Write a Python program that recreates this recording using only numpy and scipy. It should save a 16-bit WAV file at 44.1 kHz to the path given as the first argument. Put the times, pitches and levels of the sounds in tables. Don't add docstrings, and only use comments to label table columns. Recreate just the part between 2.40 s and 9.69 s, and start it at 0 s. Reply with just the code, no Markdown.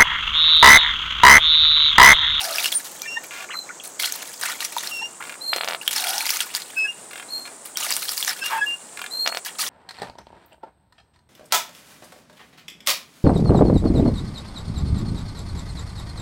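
import sys
import numpy as np
from scipy import signal
from scipy.io import wavfile
from scipy.ndimage import map_coordinates

SR = 44100
rng = np.random.default_rng(int(sys.argv[2]) if len(sys.argv) > 2 else 0)


def to_wav(sig):
    pcm = np.clip(np.atleast_2d(sig), -1, 1) * 32767
    pcm = np.round(pcm).astype(np.int16)
    wavfile.write(sys.argv[1], SR, pcm.T)


N = 321489
TIME = np.arange(N) / SR
BAND_LIMIT_HZ = 15900

GROAN_HZ, CREAK_HZ, STRAIN_HZ, SING_HZ, WHISTLE_HZ = 895, 1687, 2588, 2803, 9075
# start in seconds,
# length in seconds, final pitch in Hz, glide towards it in Hz, level in dB, relative octave level in dB.
PIVOT_SQUEALS = [(.353, 0.02, WHISTLE_HZ, 54, -16.5, -30), (.63, 0.056, 2370, 3, -38, -28),
                 (0.661, 0.005, 1774, 2, -29.5, -17), (0.678, 0.1, SING_HZ, 65, -30.5, -9.5),
                 (.772, 0.0043, 1832, 11, -20.5, -16), (.773, 0.0079, 925, 9, -33.5, -8),
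                 (2.519, .092, 2703, -72.5, -29, -9), (2.62, 0.011, 916, 36, -34, -9),
                 (2.624, .036, SING_HZ, 22, -28, -7), (4.373, 0.085, STRAIN_HZ, -1, -20, -14),
                 (4.373, 0.0059, 1537, 0, -33.5, -28), (4.453, 0.017, 1655, -3, -29, -24),
                 (4.483, .021, SING_HZ, -4, -26, -19), (6.022, 0.0083, 2630, -40, -25.5, -4),
                 (6.023, 0.017, 1616, 6, -30.5, -13), (6.042, 0.046, SING_HZ, 0, -30, -9),
                 (6.12, 0.071, 1645, -1, -31, -14), (6.131, 0.061, GROAN_HZ, 2.5, -24, -12),
                 (6.185, 0.032, 2630, 0, -34.5, -24), (6.218, 0.026, CREAK_HZ, 15.5, -16.5, -17.5),
                 (6.269, 0.074, SING_HZ, 9, -25.5, -27)]
# start, swell time and fade time in seconds,
# pitch in Hz, drift in Hz per second, level at the crest in dB.
LIFT_SQUEAKS = [(1.123, 0.049, 0.074, 4110, -600, -32.5), (3.014, 0.08, 0.14, 4190, 96, -26),
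                (4.895, 0.055, 0.12, 4235, -4, -28), (6.71, 0.11, 0.15, 4230, 955, -24.5)]
# time in seconds, level in dB.
GRIND_LEVELS = [(6.09, -45), (6.11, -25), (6.14, -27.5), (6.185, -32), (6.205, -63)]
# start in seconds, length in seconds,
# relative level in dB, decay time of a slip as a fraction of one judder.
SEAL_RASPS = [(0.909, 0.14, -39, 0.94), (2.807, .15, -41, 0.31), (4.71, 0.13, -41.5, 0.27),
              (5.054, 0.039, -43.5, 0.36), (6.573, 0.1, -37, 0.18)]
# frequency in Hz, bandwidth in Hz, relative level in dB.
BARREL_MODES = [(750, 40, -5), (1140, 100, -4), (1430, 36, -3), (1650, 42, 0), (2120, 150, -3),
                (2400, 75, 1), (2700, 42, -4), (3170, 40, -7), (3500, 49, -4)]
# time in seconds, relative level in dB, sweep in seconds.
VALVE_GULPS = [(3.134, -4.5, 0.0058), (3.1627, 2, 0.00019), (3.184, -9, 0.0011), (3.2108, -7, 0.003),
               (3.2353, -9.5, 0.0022), (3.246, -3.5, 0.00038), (3.277, -7, 0.0015), (3.2866, -2.5, 0.0007),
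               (3.3005, -13, .0016), (3.31, -6.5, 0.00089), (3.3236, -12, 0.002), (3.334, -7, 0.00074),
               (3.3483, -8, 0.0017), (6.8628, -5, 0.0021), (6.876, -0.5, 0.0021), (6.899, -23, .005),
               (6.9255, -15, 0.0038), (6.9485, -7, 0.00065), (6.9722, -3.5, 0.00085)]
# start and length in seconds, level in dB, typical pitch in Hz.
SPOUT_BUBBLES = [(1.087, 0.066, -33.5, 1860), (1.29, 0.021, -34.5, 1610), (1.398, 0.0089, -36.5, 3460),
                 (2.034, 0.074, -33, 1330), (2.801, 0.026, -36.5, 1510), (3.411, 0.0062, -32, 3250),
                 (5.354, 0.0038, -31, 3480), (5.462, .012, -36.5, 910), (7.058, 0.042, -45, 3200)]
# start and length in seconds, relative spatter and spray levels in dB.
WATER_POURS = [(0, .28, -32, -36), (0.22, 0.034, -33, -33), (0.316, .01, -36, -32), (0.441, 0.01, -34, -36),
               (0.609, .04, -48, -56), (0.83, 0.014, -44, -46), (1.434, .03, -46, -41.5),
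               (1.59, 0.087, -32.5, -35), (1.63, 0.02, -25.5, -37), (1.71, .12, -42, -46),
               (1.85, 0.72, -46.5, -46.5), (2.008, 0.11, -32.5, -41.5), (2.201, 0.037, -29.5, -35.5),
               (2.355, 0.13, -35, -42.5), (3.412, 0.063, -42, -48), (3.505, 0.48, -33, -36.5),
               (3.55, 0.031, -28.5, -37.5), (3.887, 0.026, -26.5, -30), (4.003, 0.0087, -26, -34.5),
               (4.137, 0.034, -31.5, -36), (5.248, 0.013, -43.5, -44), (5.365, .17, -31.5, -37),
               (5.545, 0.35, -39, -37), (5.872, 0.018, -24, -32), (6.035, 0.038, -32, -40),
               (7.046, 0.025, -35, -42), (7.183, 0.093, -30, -33)]
# time in seconds, relative level in dB, pitch of trapped air in Hz.
WATER_SLAPS = [(0.008, -12, 2770), (0.184, -6, 2600), (0.244, -8, 2850), (0.258, -5.5, 2840),
               (0.325, -6.5, 3350), (0.619, -11.5, 5970), (1.634, -9.5, 3200), (1.657, -7, 4540),
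               (1.723, -5.5, 6400), (2.013, -12.5, 8090), (2.035, -13.5, 1590), (2.366, -12.5, 945),
               (2.383, -11, 3730), (2.473, -14.5, 4300), (3.478, 0, 3170), (3.67, -10, 3300),
               (3.781, -5, 5500), (3.807, -12, 2400), (3.866, -7, 4850), (3.905, -2, 5400),
               (3.97, -8, 6300), (4.005, -6, 3240), (4.15, -5.5, 4700), (4.22, -18, 4200),
               (5.372, -5, 5600), (5.506, -4.5, 8300), (5.524, -5.5, 4860), (5.566, -3, 8800),
               (5.692, -7.5, 5000), (5.72, -14, 8100), (5.778, -9, 4700), (5.827, -9, 3400),
               (5.848, -9, 6500), (5.879, -10.5, 1830)]
# time in seconds, lower resonance in Hz, its level in dB.
PUDDLE_CAVITY = [(0, 814, -39.5), (.12, 637, -35), (.23, 690, -42), (3.56, 840, -41), (3.68, 733, -34),
                 (3.77, 810, -34), (3.86, 870, -42)]
# time in seconds, centre frequency in Hz, level in dB.
INSECT_BAND = [(0, 7260, -44.5), (2.3, 7350, -44), (3.1, 8440, -44.5), (7.2, 8180, -44)]

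# frequency in Hz, relative spectral density in dB.
GRIND_SPECTRUM = [(200, -32), (650, -5), (1100, 7), (1500, -1), (2300, -3.5), (3400, -11), (6000, -19)]
RASP_SPECTRUM = [(60, -64), (200, -29), (600, -16), (1600, 5.5), (3000, -12.5), (4300, -16.5), (10000, -18)]
FROTH_SPECTRUM = [(120, -16.5), (450, -3.5), (1400, 1), (3000, -2), (5000, -17), (10000, -10)]
SPATTER_SPECTRUM = [(120, -24), (350, -36.5), (700, -5.5), (1500, 3), (3000, 3.5), (5500, 3), (8000, -3),
                    (12000, -33)]
SPRAY_SPECTRUM = [(200, -65), (1500, -42), (4000, -1.5), (7000, -3), (9500, 1.5), (12500, -2),
                  (15500, -2.5)]
HUSH_SPECTRUM = [(25, -25), (70, -18), (160, -3.5), (350, 1), (800, 2), (1500, -3.5), (3000, -12),
                 (7000, -9), (11000, -18.5), (16000, -23)]


def squeals():
    sag_db = -3
    out = np.zeros(N)
    for start, length, hz, glide_hz, db, octave_db in PIVOT_SQUEALS:
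        t = np.arange(-.03, length + .06, 1 / SR)
        progress = np.clip(t / length, 0, 1)
        chatter = SING_HZ / hz
        tone = pivot(hz + glide_hz * (progress - 1), db + sag_db * progress, second_db=octave_db,
                     third_db=-29, jitter=0.006 * chatter ** 2, flutter_db=1.2 * chatter)
        add(out, start + t[0], tone * self_excited(t, length))
    return out


def squeaks():
    scoop_hz, scoop_s = 148, 0.0194
    out = np.zeros(N)
    for start, swell, fade, hz, drift, db in LIFT_SQUEAKS:
        t = np.arange(-.015, swell + fade + .06, 1 / SR)
        scoop = scoop_hz * np.exp(-t / scoop_s) * np.cos(np.pi * np.maximum(t, 0) / scoop_s / 1.3)
        pitch = hz + drift * (t - swell) - scoop + 18 * wander(len(t), per_s=34)
        load_db = np.interp(t, [0, swell, swell + fade], [-12, 0, -17.5])
        tone = pivot(pitch, db + load_db, second_db=-20, third_db=-17, jitter=0.0056, flutter_db=4.6)
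        neighbour = rng.standard_normal(len(t))
        for _ in range(2):
            neighbour = resonate(neighbour, pitch * 1.045, width=150)
        neighbour = unit(neighbour) * amp(db - 16 + 2 * load_db)
        add(out, start + t[0], (tone + neighbour) * self_excited(t, swell + fade))
    return out


def pivot(hz, db, second_db, third_db, jitter, flutter_db):
    n = len(hz)
    loose = np.clip((-20 - db) / 13, .3, 1)
    phase = 2 * np.pi * np.cumsum(hz * (1 + jitter * loose * wander(n, per_s=300))) / SR
    bite = np.sqrt(loose) * amp(2 * wander(n, per_s=71))
    overtones = sum(amp(level) * np.sin(k * phase) * (k * hz < BAND_LIMIT_HZ)
                    for k, level in [(2, second_db), (3, third_db)])
    gain = np.sqrt(2) * amp(db + flutter_db * loose * wander(n, per_s=240))
    return gain * (np.sin(phase) + bite * overtones)


def self_excited(t, length, grow_s=0.0046, ring_s=0.0063):
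    return np.exp(-np.maximum(t - length, 0) / ring_s) / np.sqrt(1 + np.exp(-2 * t / grow_s))


def grind():
    out = np.zeros(N)
    for t, (db,) in phrases(GRIND_LEVELS):
        add(out, t[0], amp(db) * colour(rng.standard_normal(len(t)), GRIND_SPECTRUM))
    return out


def rasps():
    slips = np.zeros(N)
    for start, length, db, linger in SEAL_RASPS:
        n = int(length * SR)
        judders = np.cumsum(53 * np.exp(.25 * wander(n, per_s=28))) / SR
        grains = np.cumsum(330 * np.exp(0.37 * wander(n, per_s=170))) / SR
        burst = rng.standard_normal(n) * np.exp(-(grains % 1) / 0.39 - (judders % 1) / linger)
        arch = 1.8 + np.sin(np.linspace(0, np.pi, n))
        add(slips, start, amp(db + 1) * unit(burst * arch))
    ring = sum(amp(db) * resonate(slips, hz, width) for hz, width, db in BARREL_MODES)
    return amp(-7) * colour(slips, RASP_SPECTRUM) + unit(ring) * np.std(slips)


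def gulps():
    low_hz = 520
    typical_top_hz, typical_sweep_s, typical_db = 5580, 0.0017, -6
    out, t = np.zeros(N), np.arange(-SR // 50, SR // 50) / SR
    for time, db, sweep in VALVE_GULPS:
        top_hz = typical_top_hz * (typical_sweep_s / sweep) ** 0.087 * amp(db - typical_db) ** 0.54
        hz = low_hz + (top_hz - low_hz) * (1 + np.tanh(t / sweep * 2.25)) / 2
        chirp = (1500 / hz) ** 0.16 * np.cos(2 * np.pi * (np.cumsum(hz) / SR + rng.random()))
        swell = np.exp(-(t / (sweep * 0.54)) ** 2) + 0.16 * np.exp(-abs(t) / 0.0018) * (t < 0)
        churn = np.exp(-abs(t) / 0.016) * np.where(t > 0, .09, .03)
        froth = colour(rng.standard_normal(len(t)), FROTH_SPECTRUM) * churn
        add(out, time + t[0], amp(db - 7.5) * (chirp * swell + froth))
    knock = (0.56 * resonate(out, 522, width=62) + resonate(out, 680, width=116)
             + resonate(out, 1318, width=34))
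    return signal.sosfilt(signal.butter(2, 220, "high", fs=SR, output="sos"), out + amp(3) * knock)


def splash():
    spatter_db, spray_db = flow()
    clumps_db = 3.11 * wander(N, per_s=120)
    thin = np.clip((-35.5 - spray_db) / 24, 0, .8)
    drips = drops(per_s=390, spread_db=3.5, cycles=5.9, mist=0.5) * np.sqrt(thin)
    heavy = drops(per_s=4500, spread_db=6.5, cycles=3.8, mist=0.56) * np.sqrt(1 - thin)
    fine = drops(per_s=12000, spread_db=6.0, cycles=2.9, mist=0.27) * np.sqrt(1 - thin)
    plinks = drops(per_s=600, spread_db=6, cycles=9.5, mist=0)
    spatter = colour(0.9 * heavy + drips + 0.41 * plinks, SPATTER_SPECTRUM) * amp(spatter_db + clumps_db)
    spray = colour(fine + drips, SPRAY_SPECTRUM) * amp(spray_db + clumps_db + 4)
    return spatter + spray


def flow():
    power, t = np.zeros((2, N)), np.arange(2 * SR) / SR
    for start, length, *levels_db in WATER_POURS:
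        pour = held(t, length, rise_s=0.0056, release_s=0.021)
        dripping_back = amp(-14.5) * held(t, length, rise_s=length, release_s=0.23)
        for layer, db in zip(power, levels_db):
            add(layer, start, amp(db) ** 2 * (pour ** 2 + dripping_back ** 2))
    return 10 * np.log10(power + 1e-12)


def drops(per_s, spread_db, cycles, mist):
    pitches = np.linspace(22, 127, 40) ** 2
    arrivals = np.flatnonzero(rng.random(N) < per_s / SR)
    size = amp(spread_db * np.minimum(rng.exponential(1, N), 4))[arrivals]
    kind = rng.integers(0, len(pitches), N)[arrivals]
    out = np.zeros(N)
    for k, hz in enumerate(pitches):
        hits = np.bincount(arrivals[kind == k], size[kind == k], N)
        angle, r = 2 * np.pi * hz / SR, np.exp(-hz / cycles / SR)
        gain = np.sin(angle) * np.sqrt((1 - r * r) * np.sqrt(hz))
        out += signal.lfilter([gain], [1, -2 * r * np.cos(angle), r * r], hits + 1e-18)
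    return unit(unit(out) + mist * rng.standard_normal(N))


def slaps():
    out, t = np.zeros(N), np.arange(SR // 25) / SR
    onset = 1 - np.exp(-t / .00006)
    for time, db, hz in WATER_SLAPS:
        crack, fizz = rng.standard_normal((2, len(t)))
        ring = np.sin(2 * np.pi * hz * t) * np.exp(-t * hz / 3.86)
        burst = 0.42 * crack * np.exp(-t / 0.0013) + 0.057 * fizz * np.exp(-t / 0.002)
        add(out, time, amp(db - 0.5) * (1.02 * ring + burst) * onset)
    return signal.sosfilt(signal.butter(3, 600, "high", fs=SR, output="sos"), out)


def hollow():
    out = np.zeros(N)
    for t, (hz, db) in phrases(PUDDLE_CAVITY):
        jet = rng.standard_normal(len(t))
        low = unit(resonate(resonate(jet, hz, width=160), hz, width=160))
        high = unit(resonate(resonate(jet, hz * 1.88, width=220), hz * 1.93, width=220))
        add(out, t[0], amp(db) * (low + amp(-5) * high))
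    return out


def bubbles():
    out, t = np.zeros(N), np.arange(SR // 50) / SR
    for start, length, db, hz in SPOUT_BUBBLES:
        cluster = np.zeros(int(length * SR) + len(t))
        spread = min(length * 18, .5)
        for birth in np.arange(0, length, .0045):
            late, size, strength = rng.random(3)
            pitch = hz * np.exp(spread * (2 * size - 1)) * (0.868 + spread * t / 0.01)
            ring = np.sin(2 * np.pi * np.cumsum(pitch) / SR) * t * np.exp(-t / 0.0014)
            add(cluster, birth + late * 0.00362, (.5 + strength) * ring)
        add(out, start, amp(db) * cluster * np.sqrt(length * SR) / np.linalg.norm(cluster))
    return out


def tail(x, wet_db, t60):
    t = np.arange(SR // 3) / SR
    echoes = rng.standard_normal(len(t)) * (rng.random(len(t)) < .06)
    echoes *= amp(-60 * t / t60) * (t > .002)
    return x + amp(wet_db) * signal.oaconvolve(x, echoes / np.linalg.norm(echoes))[:N]


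def insects():
    hz, db = curves(INSECT_BAND)
    band = signal.sosfilt(signal.butter(4, 1150, fs=SR, output="sos"), rng.standard_normal(N))
    carrier = np.cos(2 * np.pi * np.cumsum(hz + 380 * wander(N, per_s=2500)) / SR)
    return unit(band * carrier) * amp(db + 0.23 * wander(N, per_s=23))


def hush():
    return colour(rng.standard_normal(N), HUSH_SPECTRUM) * amp(-46 + 1.34 * wander(N, per_s=22))


def amp(db):
    return 10 ** (np.asarray(db) / 20)


def unit(x):
    return x / np.sqrt(np.mean(x ** 2) + 1e-20)


def add(mix, start, sound):
    part = mix[max(round(start * SR), 0):][:len(sound)]
    part += sound[:len(part)]


def curves(rows, t=TIME):
    times, *columns = np.transpose(rows)
    return [np.interp(t, times, column) for column in columns]


def phrases(rows, gap_s=1):
    rows = np.array(rows)
    for part in np.split(rows, np.flatnonzero(np.diff(rows[:, 0]) > gap_s) + 1):
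        t = np.arange(part[0, 0], part[-1, 0], 1 / SR)
        yield t, curves(part, t)


def held(t, length, rise_s, release_s):
    rise = np.sin(np.pi / 2 * np.clip(t / rise_s, 0, 1)) ** 2
    return rise * np.exp(-np.maximum(t - length, 0) / release_s)


def wander(n, per_s):
    knots = rng.standard_normal(N // 8)
    return map_coordinates(knots, [np.arange(n) * per_s / SR], order=2, mode="wrap")


def colour(x, spectrum):
    points_hz, db = np.transpose(spectrum)
    hz = abs(np.fft.fftfreq(4096, 1 / SR))
    log_gain = np.log(amp(np.interp(np.log(hz + 1), np.log(points_hz), db)))
    taps = np.fft.ifft(np.exp(signal.hilbert(log_gain).conj())).real[:len(hz) // 2]
    return signal.oaconvolve(x, taps / np.linalg.norm(taps))[:len(x)]


def resonate(x, hz, width):
    phasor = np.exp(2j * np.pi * np.cumsum(hz * np.ones(len(x))) / SR)
    r = np.exp(-np.pi * width / SR)
    return 2 * (phasor * signal.lfilter([1 - r], [1, -r], x / phasor + 1e-18)).real


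def scene():
    water_and_seal = splash() + slaps() + hollow() + gulps() + bubbles() + rasps()
    scattered = tail(water_and_seal, wet_db=-8.0, t60=0.065)
    iron = tail(squeals() + squeaks() + grind(), wet_db=-14, t60=0.25)
    return (scattered + iron + insects() + hush())[None]


def record(dry):
    low_pass = signal.firwin(401, BAND_LIMIT_HZ, window=("kaiser", 8), fs=SR)
    return signal.oaconvolve(np.tanh(dry), low_pass[None], "same")


dry = scene()
out = record(dry)
to_wav(out)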